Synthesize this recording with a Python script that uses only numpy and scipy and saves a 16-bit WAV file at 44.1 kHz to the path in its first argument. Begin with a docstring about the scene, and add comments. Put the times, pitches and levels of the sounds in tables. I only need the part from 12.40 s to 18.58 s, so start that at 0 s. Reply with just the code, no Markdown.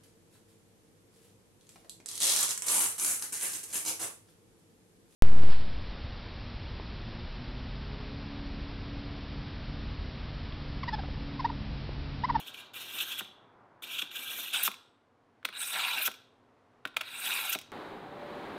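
"""Small kitchen, stone counter: a long knife in a pull-through sharpener, heard close up.
The blade slides lightly in the slot, is pulled hard three times, flicks off its tip and is knocked back in.
Steel chips torn off the edge drive resonances of blade and housing, which glide up as the tip nears.
Knocks clack and thud, and the free steel rings faintly. Near the end a louder, duller room tone takes over."""
import sys
import numpy as np
from scipy import signal
from scipy.fft import rfft, irfft, next_fast_len
from scipy.io import wavfile
from scipy.ndimage import uniform_filter1d

SR = 44100
rng = np.random.default_rng(int(sys.argv[2]) if len(sys.argv) > 2 else 0)


def to_wav(sig):
    """Store sig (one row per channel, or 1-D mono) as 16-bit WAV at the path in sys.argv[1].

    Samples outside -1..1 are clipped; the rate is SR.
    """
    pcm = np.clip(np.atleast_2d(sig), -1, 1) * 32767
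    pcm = np.round(pcm).astype(np.int16)
    wavfile.write(sys.argv[1], SR, pcm.T)  # frames by channels


N = 272521
TIME = np.arange(N) / SR


def amp(db):
    """Decibels to gain."""
    return 10 ** (np.asarray(db) / 20)


def unit(x):
    """Scale to rms 1."""
    return x / np.sqrt(np.mean(x ** 2) + 1e-20)


def at_hz(points, hz):
    """Interpolate a table on a log-frequency axis."""
    f, value = np.transpose(points)
    return np.interp(np.log(hz + 1), np.log(f + 1), value)


def level(rows):
    """Rows of (time [s], level [dB]) to gain per sample."""
    return amp(np.interp(TIME, *np.transpose(rows)))


def gate(start_s, end_s, ramp_s=.003):
    """1 from start to end, linear ramps outside."""
    return np.clip((TIME - start_s) / ramp_s + 1, 0, 1) * np.clip((end_s - TIME) / ramp_s + 1, 0, 1)


def bump(at_s, length_s):
    """Gaussian swell of height 1."""
    return np.exp(-np.minimum((2 * (TIME - at_s) / length_s) ** 2, 50))


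def coloured(gain_at):
    """Noise of rms 1, shaped by a gain function of frequency."""
    size = next_fast_len(N, real=True)
    spectrum = rfft(rng.standard_normal(size)) * gain_at(np.fft.rfftfreq(size, 1 / SR))
    return unit(irfft(spectrum, size)[:N])


def noise(spectrum):
    """Noise of rms 1, shaped by a spectrum table."""
    return coloured(lambda f: amp(at_hz(spectrum, f)))


def drift(hz):
    """Random wander of rms 1, up to the given rate."""
    return coloured(lambda f: 1 / (1 + (f / hz) ** 4))


def through(x, response):
    """Convolve, cut to length."""
    return signal.oaconvolve(x, response)[:N]


def body(modes, low_cut_hz=170.0, size=4096):
    """Minimum-phase impulse response, energy 1, of a set of steep resonances."""
    f = abs(np.fft.fftfreq(size, 1 / SR))
    power = sum(amp(db) ** 2 / (1 + ((f - hz) / width) ** 2) ** 3 for hz, width, db in modes)
    log_gain = np.log(power * f ** 4 / (f ** 4 + low_cut_hz ** 4) + 1e-10) / 2
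    response = np.fft.ifft(np.exp(np.conj(signal.hilbert(log_gain)))).real[:size // 2]
    return response / np.linalg.norm(response)


# background spectra: (frequency [Hz], relative density [dB])
EARLY_SPECTRUM = [(15, -57), (25, -19), (74, -21), (104, -2.5), (138, -11.5), (323, -7), (349, -5.5),
                  (500, -9.5), (1030, -6.5), (2130, -21.5), (2610, -29), (12000, -55.5), (15600, -90),
                  (22000, -120)]
LATE_SPECTRUM = [(15, -48), (25, -17), (65, -25), (101, -7.5), (197, -18), (243, -5.5), (349, -14.5),
                 (451, -8.5), (600, -15.5), (718, -12.5), (861, -17), (1010, -15.5), (12000, -50.5),
                 (15600, -87), (22000, -120)]
# crossfade: (time [s], power share of the late spectrum [0..1])
LATE_SHARE = [(1.5, 0.037), (2.7, 0.82)]
# background envelope: (time [s], level [dB])
QUIET_LEVEL = [(0, -60), (1.3, -61), (2.0, -64.5), (2.7, -68.5), (3.0, -66.5), (4.2, -65.5), (5.3, -61)]


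def quiet_background():
    """Faint room noise, shifting slowly in colour and level."""
    late = np.interp(TIME, *np.transpose(LATE_SHARE)).clip(0, 1)
    blend = np.sqrt(1 - late) * noise(EARLY_SPECTRUM) + np.sqrt(late) * noise(LATE_SPECTRUM)
    return blend * level(QUIET_LEVEL)


# rush spectrum: (frequency [Hz], relative density [dB])
RUSH_SPECTRUM = [(15, -47), (25, -14.5), (70, -15), (175, -4.5), (206, -3.5), (416, -0.5), (531, -3.5),
                 (575, -2.5), (624, -6), (796, -2), (2840, -24.5), (3920, -24.5), (5570, -42.5),
                 (14800, -48.5), (16000, -52)]


def rush(split_hz=1350, low_db=-43.5, high_db=-51):
    """Dull rush that eases for a moment, more so in the treble."""
    full, lull = noise(RUSH_SPECTRUM), bump(at_s=5.68, length_s=.36)
    low = signal.sosfiltfilt(signal.butter(4, split_hz, fs=SR, output="sos"), full)
    return unit(low) * amp(low_db - 3.5 * lull) + unit(full - low) * amp(high_db - 5.5 * lull)


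# hum tones: (frequency [Hz], level at top of swell [dB])
HUM_TONES = [(205, -72), (582, -48.5)]


def hum(waver_hz=3):
    """Two wavering tones that swell once."""
    out = np.zeros(N)
    for hz, db in HUM_TONES:
        phase = 2 * np.pi * np.cumsum(hz + waver_hz * drift(11.6)) / SR
        out += amp(db) * unit(np.sin(phase))
    return out * bump(at_s=5.9, length_s=.31)


def room_tone(switch_s=5.319, click_db=-34, click_decay_s=.00018):
    """The faint background gives way, with a soft click, to rush and hum."""
    click = amp(click_db) * np.exp(-abs(TIME - switch_s) / click_decay_s)
    return np.where(TIME < switch_s, quiet_background(), rush() + hum() + click)


# room decay: (frequency [Hz], t60 [s])
KITCHEN_T60 = [(150, 0.17), (1500, 0.45), (3500, 0.56), (8000, 0.33), (15000, 0.25)]
# echoes off counter, hand and bowl: (delay [s], gain [dB])
NEAR_ECHOES = [(.0031, -30), (.0053, -22.5), (.0094, -23.5)]


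def kitchen(x, tail_db, build_s=.0071):
    """Direct sound, near reflections and the diffuse tail of the room."""
    t = np.arange(SR) / SR
    hz, s, z = signal.stft(rng.standard_normal(SR) * np.minimum(t / build_s, 1), SR, nperseg=256)
    fall_db = -60 * s / at_hz(KITCHEN_T60, hz)[:, None]
    colour_db = at_hz([(200, 13.0), (600, 4.5), (2600, -5.5), (4400, 4.5), (8000, -3), (15000, -8)], hz)
    tail = signal.istft(z * amp(fall_db + colour_db[:, None]), SR, nperseg=256)[1]
    near = sum(amp(db) * np.interp(TIME - delay_s, TIME, x, left=0) for delay_s, db in NEAR_ECHOES)
    return x + near + amp(tail_db) * through(x, tail / np.linalg.norm(tail))


# free blade modes: (frequency [Hz], relative level [dB], t60 [s])
BLADE_MODES = [(1400, -21, 0.7), (2740, -22.5, .4), (3503, -23, .3), (5346, -14, .2), (8070, -12, 0.6),
               (8520, -13, .35), (9100, -7.5, .35), (9350, -17, .3), (9860, 0, 0.19), (10680, -12, .24),
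               (12410, -13, .3)]


def blade_ring(x, ring_db=-52):
    """The free part of the blade rings on at its own modes."""
    t = np.arange(SR) / SR
    ring = sum(amp(db - 60 * t / t60) * np.sin(2 * np.pi * hz * t) for hz, db, t60 in BLADE_MODES)
    return amp(ring_db) * through(x, ring)


# blade set into the slot: (time [s], force [dB], hardness [dB], graze re blow [dB])
SEATS = [(1.4235, -44.5, -2.5, -20), (3.029, -48, -10.5, -21), (3.0516, -19, 3.5, -12.5),
         (3.088, -30, -3.5, -19.5), (4.4528, -21, -7.5, -32), (4.474, -42.5, 8, -20), (4.543, -49, -6, -20),
         (4.5681, -18, 1.5, -11), (4.612, -23, 1.5, -6)]
# blade drops off: (time [s], force [dB], hardness [dB], housing thud [dB], rebound re blow [dB])
DROPS = [(.808, -27.5, -4.5, -39, -22), (1.6205, -34, -10, -45, -23), (2.2776, -20, -2, -37, -18),
         (3.677, -22, -3.5, -35, -18), (5.15, -24.5, 5, -31.5, -15.5)]


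def blows(graze_s=.0029, seat_thud_db=-25, rebound_s=.038, harder_db=12.5, rattle=.09, drop_rattle=.11):
    """All contacts: (time [s], force [dB], hardness [dB], thud [dB], rattle re push [ratio])."""
    rows = []
    for s, db, hard_db, graze_db in SEATS:  # the edge grazes one plate first
        for at_s, blow_db in [(s, db), (s - graze_s, db + graze_db)]:
            rows.append((at_s, blow_db, hard_db, blow_db + seat_thud_db - hard_db, rattle))
    for s, db, hard_db, thud_db, rebound_db in DROPS:
        rows.append((s, db, hard_db, thud_db, drop_rattle))
        for k in range(2):  # the second rebound is sooner and weaker
            s += rebound_s * .68 ** k
            loss_db = rebound_db - 7.5 * k
            rows.append((s, db + loss_db, hard_db + harder_db, thud_db + loss_db - harder_db, rattle))
    return np.array(rows)


# struck resonances (clink: steel; thud: housing on counter): (frequency [Hz], width [Hz], level [dB])
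CLACK_MODES = [(734, 290, -9), (1080, 220, -5), (1420, 280, 5.5), (1900, 630, -1.5)]
CLINK_MODES = [(2400, 450, 2), (2800, 310, -4), (3370, 700, -4)]
TICK_MODES = [(5770, 3100, 0), (8500, 2300, -1), (13730, 6900, -1)]
THUD_MODES = [(233, 220, -1.5), (390, 550, -9.5), (794, 460, -9.5)]


def knocks(rattle_s=.0045, thud_lag_s=.00697, size=1500):
    """Each blow is a push plus a rattle of the edge between the abrasive plates; the housing lands late."""
    t, out = np.arange(size) / SR, np.zeros(N)
    times_s, db, hard_db, thud_db, rattle = blows().T
    rattles = rattle[:, None] * rng.standard_normal((len(times_s), size)) * np.exp(-t / rattle_s)
    push = t == 0
    tilt_db = .4 * hard_db  # harder: less clack, more clink
    parts = [(CLACK_MODES, times_s, 13 + db - tilt_db, rattles + push),
             (CLINK_MODES, times_s, 15.5 + db + tilt_db, rattles + push),
             (TICK_MODES, times_s, 3 + db + hard_db, rattles),
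             (THUD_MODES, times_s + thud_lag_s, 19 + thud_db, rattles + push)]
    for modes, onsets_s, levels_db, shapes in parts:
        force = np.zeros(N)
        for s, gain, blow in zip(onsets_s, amp(levels_db), shapes):
            force[round(s * SR):][:size] += gain * blow / np.linalg.norm(blow)
        out += through(force, body(modes))
    return out


def grit(per_s, spread_db):
    """Steel chips torn off the edge: dense clicks of uneven size."""
    size = amp(spread_db * np.minimum(rng.exponential(1, N), 3))
    return unit(rng.choice([-1, 1], N) * size * (rng.random(N) < per_s / SR))


def standing_waves(x, spans, heel_waves=50, tip_waves=15, wobble_waves=.3, patchy_db=3.0):
    """Bending waves stand between contact and tip; as that length shrinks, their resonances glide up."""
    frames = dict(nperseg=512, noverlap=384)
    hz, s, z = signal.stft(x, SR, **frames)
    path = [point for start, end in spans for point in ((start, heel_waves), (end, tip_waves))]
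    waves = np.interp(s, *np.transpose(path))  # per round trip at 13 kHz
    waves += wobble_waves * np.interp(s, TIME, drift(14))
    taper = unit(uniform_filter1d(rng.standard_normal(len(hz)), 16))  # blade taper: uneven spacing
    phase = 2 * np.pi * np.sqrt(hz / 13000)[:, None] * waves + 1.5 * taper[:, None]
    echo = at_hz([(1000, .42), (7000, .45), (11000, .62)], hz)[:, None]
    standing = np.sqrt(1 - echo ** 2) / abs(1 - echo * np.exp(1j * phase))
    # friction feeds now one resonance, now another
    patches = uniform_filter1d(rng.standard_normal(z.shape), size=6, axis=0)
    patches = unit(uniform_filter1d(patches, size=7, axis=1))
    return signal.istft(z * standing * unit(amp(patchy_db * patches)), SR, **frames)[1][:N]


# upper steel resonances: (frequency [Hz], width [Hz], level [dB])
SCRATCH_MODES = [(5480, 600, -0.31), (6340, 900, 0), (7210, 630, -1)]
HISS_MODES = [(8020, 100, 1), (8740, 1000, -2), (9890, 690, -7)]
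SIZZLE_MODES = [(10370, 1200, -1.5), (11370, 900, 1), (12500, 800, 3), (13600, 900, 2.5), (13800, 1300, 4),
                (14400, 560, 1)]


def strokes(spans, forces, rasp_modes, judder_db, flutter_db):
    """Grit drives rasp, scratch, hiss and sizzle; the uneven edge shakes all four together."""
    shake_db = judder_db * drift(35)
    out = np.zeros(N)
    for force, modes in zip(forces, [rasp_modes, SCRATCH_MODES, HISS_MODES, SIZZLE_MODES]):
        chips = unit(grit(per_s=14000, spread_db=1.9) * amp(shake_db + flutter_db * drift(110)))
        out += through(chips * force, body(modes))
    return standing_waves(out, spans)


# edge catches: (time [s], length [s], level [dB])
SNAGS = [(0.145, .008, -43), (.343, 0.0034, -40), (.589, .008, -29), (0.608, 0.017, -30),
         (0.723, 0.02, -35), (0.796, 0.011, -35), (1.552, 0.084, -40), (1.593, .014, -30.5),
         (1.622, 0.01, -29.5), (1.716, 0.0065, -41), (1.764, .024, -37), (2.152, .044, -28),
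         (3.447, .018, -32.5), (4.867, .03, -36.5)]
# tip skips, two per pull: (time [s], length [s], sizzle [dB], scratch [dB])
TIP_SKIPS = [(2.236, 0.0086, -23.5, -51.5), (2.261, .034, -29.5, -37), (3.629, 0.027, -32.5, -53),
             (3.664, 0.026, -29, -37), (5.1, .011, -29, -55), (5.132, .019, -33, -36.5)]


def snags(snag_sizzle_db=-19, tip_chatter_db=3):
    """Short swells of dense grit where the edge catches, brightest as the tip leaves the slot."""
    caught = sum(amp(db) * bump(s, length_s) for s, length_s, db in SNAGS)
    sizzle = sum(amp(db) * bump(s, length_s) for s, length_s, db, _ in TIP_SKIPS)
    scratch = sum(amp(db) * bump(s, length_s) for s, length_s, _, db in TIP_SKIPS)
    chatter = body([(1400, 250, -11), (2720, 350, -1), (3350, 450, 0), (7000, 3500, -21)])
    return (through((caught + amp(tip_chatter_db) * scratch) * grit(SR, .9), chatter)
            + through((sizzle + amp(snag_sizzle_db) * caught) * grit(SR, .76), body(SIZZLE_MODES))
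            + through(scratch * grit(SR, .8), body(SCRATCH_MODES + HISS_MODES[1:])))


# one curve per slide: (time [s], friction [dB])
SLIDE_FRICTION = [
    [(0.0, -46.5), (0.03, -60), (0.06, -57.5), (0.078, -48.5), (0.126, -71), (0.142, -56), (0.16, -59),
     (0.194, -55), (0.3, -77.5)],
    [(0.337, -52), (0.355, -48), (0.505, -50.5), (0.611, -41), (0.645, -49.5), (0.705, -44), (0.769, -53.5),
     (0.795, -40), (0.805, -45.5)],
    [(1.424, -49), (1.462, -55.5), (1.55, -45), (1.564, -51), (1.57, -46.5), (1.624, -48.5), (1.654, -60),
     (1.7, -67)],
    [(1.705, -67.5), (1.711, -56.5), (1.763, -44.5), (1.777, -49), (1.819, -45.5), (1.859, -46.5),
     (1.989, -43), (2.109, -46.5), (2.116, -53)],
]
# rows rasp, scratch, hiss, sizzle: (level at reference friction [dB], slope [dB/dB])
SLIDE_LAWS = [(-44, 0.61), (-57, 0.9), (-56, 1.12), (-49.5, 1.4)]
# blade and housing, light contact: (frequency [Hz], width [Hz], level [dB])
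LOOSE_MODES = [(450, 590, -20.5), (1050, 1200, -18.5), (1390, 330, -7.5), (1595, 55, -0.5),
               (1960, 300, -11.5), (2377, 100, 2.5), (2730, 250, 0.5), (3390, 640, 1), (3850, 550, -17.5)]


def slides(reference_db=-48):
    """The blade glides loosely in the slot; more friction is louder and brighter."""
    spans = [(rows[0][0], rows[-1][0]) for rows in SLIDE_FRICTION]
    forces = np.zeros((4, N))
    for rows, span in zip(SLIDE_FRICTION, spans):
        friction = level(rows) / amp(reference_db)
        forces += [amp(db) * friction ** slope * gate(*span) for db, slope in SLIDE_LAWS]
    return strokes(spans, forces, LOOSE_MODES, judder_db=1.8, flutter_db=-.4)


def pull_end(start_s):
    """Time of the blade's next drop."""
    return min(row[0] for row in DROPS if row[0] > start_s)


def groans(width_hz=260, end_hz=705, base_db=-55, tip_s=.05):
    """As the edge bites, grit rings the blade's lowest mode, which rises and falls as the contact moves."""
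    out, pole = np.zeros(N), np.exp(-np.pi * width_hz / SR)
    for start_s, _, bite_s, _, _, bite_db, top_hz in PULLS:
        progress = np.clip((TIME - bite_s) / (pull_end(start_s) - tip_s - bite_s), 0, 1)
        arch = np.sin(np.pi * progress).clip(0, 1)
        carrier = np.exp(2j * np.pi * np.cumsum(end_hz + (top_hz - end_hz) * arch ** 2) / SR)
        ring = signal.lfilter([1], [1, -2 * pole, pole ** 2], rng.standard_normal(N) / carrier)
        out += amp(base_db + .76 * bite_db) * np.sqrt(arch) * unit((ring * carrier).real)
    return out


# hard pulls: (start [s], swell [s], bite time [s], force [dB], extra sizzle [dB],
# extra rasp of the bite [dB], groan top [Hz])
PULLS = [(2.121, 0.015, 2.124, -0.5, 1, 5.5, 810), (3.127, 0.093, 3.318, 0.5, 1, 11, 1080),
         (4.632, 0.24, 4.815, 1, 3.5, 7.5, 1050)]
# rows rasp, scratch, hiss, sizzle: (level at 0 dB force [dB], slope [dB/dB], sag after swell [dB/s])
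PULL_LAWS = [(-41.5, 0.19, 13), (-51.5, 0.9, 4.5), (-44.5, 0.97, 14), (-45.5, 1.0, 6)]
# blade and housing, edge pressed in: (frequency [Hz], width [Hz], level [dB])
PRESSED_MODES = [(330, 310, -25.5), (980, 350, -12.5), (1373, 27, 1), (1540, 260, -3.5), (2455, 330, -0.5),
                 (2790, 220, -2.5), (1950, 85, -11), (3370, 400, -6.5), (3720, 440, -4.5), (3870, 200, -4),
                 (4600, 610, -15.5)]


def pulls(swell_db=27, overshoot_db=1.5, bite_rise_s=.022, zing_db=4.5):
    """Each pull swells, then sags toward the tip; the heel zings and the rasp jumps as the edge bites."""
    spans = [(row[0], pull_end(row[0])) for row in PULLS]
    forces = np.zeros((4, N))
    for (start_s, swell_s, bite_s, force_db, sizzle_db, bite_db, _), span in zip(PULLS, spans):
        slack = np.clip(1 - (TIME - start_s) / swell_s, 0, 1) ** 1.19
        lean = bump(start_s + swell_s, length_s=.06)  # the hand leans in too far
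        effort_db = force_db - swell_db * slack + overshoot_db * lean
        held_s = np.maximum(TIME - start_s - swell_s, 0)
        rasp, scratch, hiss, sizzle = [db + slope * effort_db - sag * held_s
                                       for db, slope, sag in PULL_LAWS]
        bitten = np.clip((TIME - bite_s) / bite_rise_s, 0, 1)
        heel = bump(start_s + .12, length_s=.24)
        bands_db = [rasp + bite_db * bitten, scratch, hiss + zing_db * heel, sizzle + sizzle_db]
        forces += amp(bands_db) * gate(*span)
    return strokes(spans, forces, PRESSED_MODES, judder_db=.82, flutter_db=1.3)


def scene():
    """Knife and sharpener in the kitchen, same in both channels."""
    light, hard = slides(), pulls()
    contacts = snags() + knocks()
    ring = blade_ring(contacts + amp(-5.5) * hard)  # the slot damps the blade during a pull
    firm = hard + groans() + contacts + ring
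    mono = kitchen(light, tail_db=-8.0) + kitchen(firm, tail_db=-15.5) + room_tone()
    return np.array([mono, mono])


def record(dry):
    """Steep low-pass at 15.8 kHz."""
    low_pass = signal.firwin(511, 15800, window=("kaiser", 9), fs=SR)
    return signal.oaconvolve(dry, low_pass[None], "same")


dry = scene()
out = record(dry)
to_wav(out)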